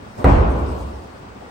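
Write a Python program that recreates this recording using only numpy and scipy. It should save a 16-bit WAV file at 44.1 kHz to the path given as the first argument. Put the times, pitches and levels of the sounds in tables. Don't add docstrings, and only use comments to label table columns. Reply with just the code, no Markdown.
import sys
import numpy as np
from scipy import signal
from scipy.fft import rfft, irfft, next_fast_len
from scipy.io import wavfile
from scipy.ndimage import uniform_filter1d, map_coordinates

SR = 44100
rng = np.random.default_rng(int(sys.argv[2]) if len(sys.argv) > 2 else 0)


def materialize(psi):
    bounded = np.clip(np.atleast_2d(psi).T, -1, 1)
    quanta = np.round(bounded * 32767).astype(np.int16)
    wavfile.write(sys.argv[1], SR, quanta)


def attenuation_scalar(level_db):
    decades = np.asarray(level_db, float) / 20
    return 10 ** decades


N = 66150


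def unit(x):
    return x / np.sqrt(np.mean(x ** 2) + 1e-20)


def along(points, hz):
    point_hz, value = np.transpose(points)
    return np.interp(np.log(hz + 1), np.log(point_hz + 1), value)


def curve(rows):
    return np.interp(np.arange(N) / SR, *np.transpose(rows))


def wobble(rate_hz):
    knots = rng.standard_normal(int(N * rate_hz / SR) + 4)
    return map_coordinates(knots, [np.arange(N) * rate_hz / SR])


def filtered(x, response):
    size = next_fast_len(N + 8192)
    return irfft(rfft(x, size) * response(np.fft.rfftfreq(size, 1 / SR)), size)[..., :N]


SLAM_S = .2432


def since_slam(lead_s=0):
    return np.maximum(np.arange(N) / SR - SLAM_S + lead_s, 0)


# pitch_hz, likeness [-1 to 1]
LIKENESS = [(60, 0.89), (130, 0.94), (290, 0.66), (640, -0.13), (1410, -0.28), (3100, 0.038), (6820, -0.11),
            (15000, 0.41)]
# pitch_hz, left_over_right_db
BALANCE = [(60, -1), (300, -.5), (1300, 2.5), (2500, -0.5), (5000, 7), (9000, 1), (13000, 0)]


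def rush(spectrum, likeness, patchy_db, t60=None):
    _, t, z = signal.stft(rng.standard_normal((2, N)), SR, nperseg=512)
    bin_hz = np.fft.rfftfreq(512, 1 / SR)
    patches = uniform_filter1d(rng.standard_normal(z.shape[1:]), size=3, axis=0)
    patches = uniform_filter1d(patches, size=10, axis=1)
    z = z * attenuation_scalar(patchy_db * unit(patches))
    level = np.sqrt(np.mean(attenuation_scalar(2 * along(spectrum, bin_hz))))
    if t60:
        z = z * attenuation_scalar(-60 * np.maximum(t - SLAM_S, 0) / along(t60, bin_hz)[:, None])
    pair = signal.istft(z, SR, nperseg=512)[1][:, :N]

    def mid_side(hz):
        turn = np.arccos(np.clip(along(likeness, hz), -1, 1)) / 2
        return attenuation_scalar(along(spectrum, hz)) * [np.cos(turn), np.sin(turn)]

    def left_right(hz):
        return attenuation_scalar(np.outer([.5, -.5], along(BALANCE + [(16000, 0)], hz)))

    mid, side = filtered(pair, mid_side)
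    return filtered(np.array([mid + side, mid - side]), left_right) / level


def ring(hz, db, t60, rise_s, lead_s=0):
    t = since_slam(lead_s)
    return attenuation_scalar(db - 60 * t / t60) * (1 - np.exp(-t / rise_s)) * np.sin(2 * np.pi * hz * t)


# pitch_hz, level_db [dB per Hz]
AIR_COLOUR = [(18, -49), (32, -22.5), (62, 0.5), (130, -10.5), (226, -5), (320, -13.5), (1180, -12.5),
              (10000, -41)]
AIR_DB = -41


def air():
    return attenuation_scalar(AIR_DB) * rush(AIR_COLOUR, LIKENESS, patchy_db=1.36)


# start_s, level_db
EFFORT = [(0, -80.5), (.1, -78), (.188, -66), (.232, -68.5), (.3, -60), (.4, -71), (.46, -88), (.5, -65),
          (.56, -68.5), (.646, -68), (.79, -63.5), (.88, -68.5), (.98, -69.5), (1.01, -72.5), (1.2, -79.5),
          (1.3, -88.5), (1.41, -74.5), (1.5, -79.5)]
# pitch_hz, level_db [dB per Hz]
RUSTLE_COLOUR = [(2000, -20.5), (5000, 7), (8500, -0.5), (12000, 17.5), (15500, -9.5)]
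RUSTLE_DB = 17


def rustle():
    effort_db = curve(EFFORT) + RUSTLE_DB
    likeness = [(4000, 0.3), (8000, 0.43), (14000, 0.6)]
    return attenuation_scalar(effort_db + 1.5 * wobble(27)) * rush(RUSTLE_COLOUR, likeness, patchy_db=4.5)


# start_s, level_db
SWISH = [
    (.11, -42),
    (.16, -43.5),
    (.19, -29),
    (.235, -29.5),
    (.26, -42),
]
# pitch_hz, level_db [dB per Hz]
SWISH_COLOUR = [(40, -17), (100, -2), (575, -6.5), (1160, -12), (1600, -25), (8000, -51.5)]


def swish():
    return attenuation_scalar(curve(SWISH) + 1.8 * wobble(55)) * rush(SWISH_COLOUR, LIKENESS, patchy_db=2.5)


# pitch_hz, level_db, t60_s
SHELL = [(467, 3.5, .024), (762, -5.5, 0.026), (1328, -4.5, 0.013), (1980, -13.5, 0.017),
         (2640, -27, 0.017), (4040, -23, 0.0067)]
# delay_s, left_db, right_db
WALLS = [(.0075, -10.5, -4), (0.013, -8.5, -10.5), (.017, -16.5, -13), (0.022, -26, -22),
         (0.037, -13, -19.5), (.047, -12.5, -20)]
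SLAM_DB = 1.5
CRACK_DB, CRACK_T60_S = -35, 0.05


def slap():
    t = since_slam()
    knock = sum(ring(hz, db, t60, rise_s=1.2 / hz) for hz, db, t60 in SHELL)
    grit = rng.standard_normal(N) + 0.62 * rng.standard_normal((2, N))
    crack = (t > 0) * attenuation_scalar(CRACK_DB - 60 * t / CRACK_T60_S) * grit
    taps = np.zeros((2, N))
    taps[:, 0] = 1
    for delay_s, left_db, right_db in WALLS:
        at = (SR * (delay_s + rng.uniform(0, .001, 2))).astype(int)
        taps[:, at] = np.diag(attenuation_scalar([left_db, right_db]) * rng.choice([-1, 1]))
    return attenuation_scalar(SLAM_DB) * (signal.fftconvolve(knock[None], taps, axes=1)[:, :N] + crack)


STEEPEN_AFTER_S, STEEPEN_DB_PER_S = 0.68, 21


def late_loss_db():
    return -STEEPEN_DB_PER_S * np.maximum(since_slam() - STEEPEN_AFTER_S, 0)


# pitch_hz, level_db, t60_s, polarity
ROOM_MODES = [(36, -27, .8, 1), (48.7, -6.5, .82, -1), (51.2, -7.5, .78, 1), (63, -11.5, 2.04, 1),
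              (71.8, -19.5, 2.3, -1), (75.3, -25, 2.6, 1), (79, -15.5, 1.14, -1), (84.7, -20, 2, -1),
              (106.4, -14, .84, -1), (118.5, -13.5, .9, -1), (167, -20, 1.3, -1), (200.8, -18, .8, -1),
              (277, -14, .45, 1)]
# pitch_hz, level_db, t60_s, polarity
SLAB = [(66.2, -1.5, .25, -1), (95.3, -8, .45, -1), (84.7, -5, .17, -1), (98.8, 2.5, .09, 1),
        (54.5, -25, 2.5, 1), (155, -15, .3, -1), (250, -14, .12, -1)]
BOOM_RISE_S, BOOM_LEAD_S = .008, .001
BOOM_LEFT_DB, SIDEWAYS_DB = -.6, -20
BOOM_STEEPEN = 3


def boom():
    modes = np.array([sign * ring(hz, db, t60, BOOM_RISE_S, BOOM_LEAD_S)
                      for hz, db, t60, sign in ROOM_MODES + SLAB])
    side = attenuation_scalar(SIDEWAYS_DB) * rng.choice([-1, 1], len(modes)) @ modes
    pair = modes.sum(0) * attenuation_scalar([[BOOM_LEFT_DB], [-BOOM_LEFT_DB]]) + [side, -side]
    return attenuation_scalar(BOOM_STEEPEN * late_loss_db()) * pair


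# pitch_hz, level_db, t60_s
PANELS = [(355, -24, .9), (401, -24, .9), (474, -26, .5), (590, -24, .5), (654, -27, 1.3), (849, -29, 1.1),
          (1073, -33, .8), (1227, -34, .6), (1280, -35, .6), (1505, -38, .6), (2008, -40, .5)]


def panels():
    rings = np.array([-ring(hz, db, t60, rise_s=0.025) * attenuation_scalar(2.4 * wobble(18)) for hz, db, t60 in PANELS])
    turn = rng.uniform(-np.pi / 2, np.pi / 2, len(rings))
    return np.array([np.cos(turn - np.pi / 4), np.cos(turn + np.pi / 4)]) @ rings


# pitch_hz, level_db [dB per Hz]
TAIL_COLOUR = [(28, -13), (70, -3), (140, -5.5), (250, -4), (550, -5), (1100, -10), (2300, -25),
               (4000, -45)]
# pitch_hz, t60_s
TAIL_T60 = [(100, 1.85), (500, 1.73), (1000, 1.78), (2000, 1.06), (4000, 2.82)]
TAIL_DB, TAIL_FILL_S = -11, 0.0083
# pitch_hz, level_db [dB per Hz]
SCATTER_COLOUR = [(800, -17.5), (1500, -3), (2300, -2.5), (3500, -11), (6500, -22), (9000, -22.5),
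                  (15500, -23)]
# pitch_hz, t60_s
SCATTER_T60 = [(2000, 0.4), (6000, 0.93), (10000, 0.17), (15000, .25)]
SCATTER_DB, SCATTER_FILL_S = -30, 0.034


def tail():
    def fill(rise_s):
        return 1 - np.exp(-since_slam() / rise_s)

    colour = TAIL_COLOUR + [(17000, -90)]
    body = rush(colour, LIKENESS, patchy_db=1.18, t60=TAIL_T60)
    body = attenuation_scalar(TAIL_DB + late_loss_db()) * fill(TAIL_FILL_S) * body
    scatter = rush(SCATTER_COLOUR, [(3000, .1), (14000, .9)], patchy_db=1.8, t60=SCATTER_T60)
    return body + attenuation_scalar(SCATTER_DB) * fill(SCATTER_FILL_S) * scatter


def scene():
    return air() + rustle() + swish() + slap() + boom() + panels() + tail()


def top_cut(x):
    return signal.sosfilt(signal.butter(12, 17000, fs=SR, output="sos"), x)


# pitch_hz, level_db
PORT = [(30, 0), (7000, -1.5), (8800, 3), (10000, -9.5), (10600, -80), (12300, -80), (12700, -15.5),
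        (15500, 0)]
CEILING, KNEE = 1.1, 3
TOP_HZ = 15900


def record(dry):
    x = dry / (1 + np.abs(dry / CEILING) ** KNEE) ** (1 / KNEE)
    mix = filtered(x, lambda hz: attenuation_scalar(along(PORT, hz)) * (hz < TOP_HZ))
    return top_cut(mix)


dry = scene()
out = record(dry)
materialize(out)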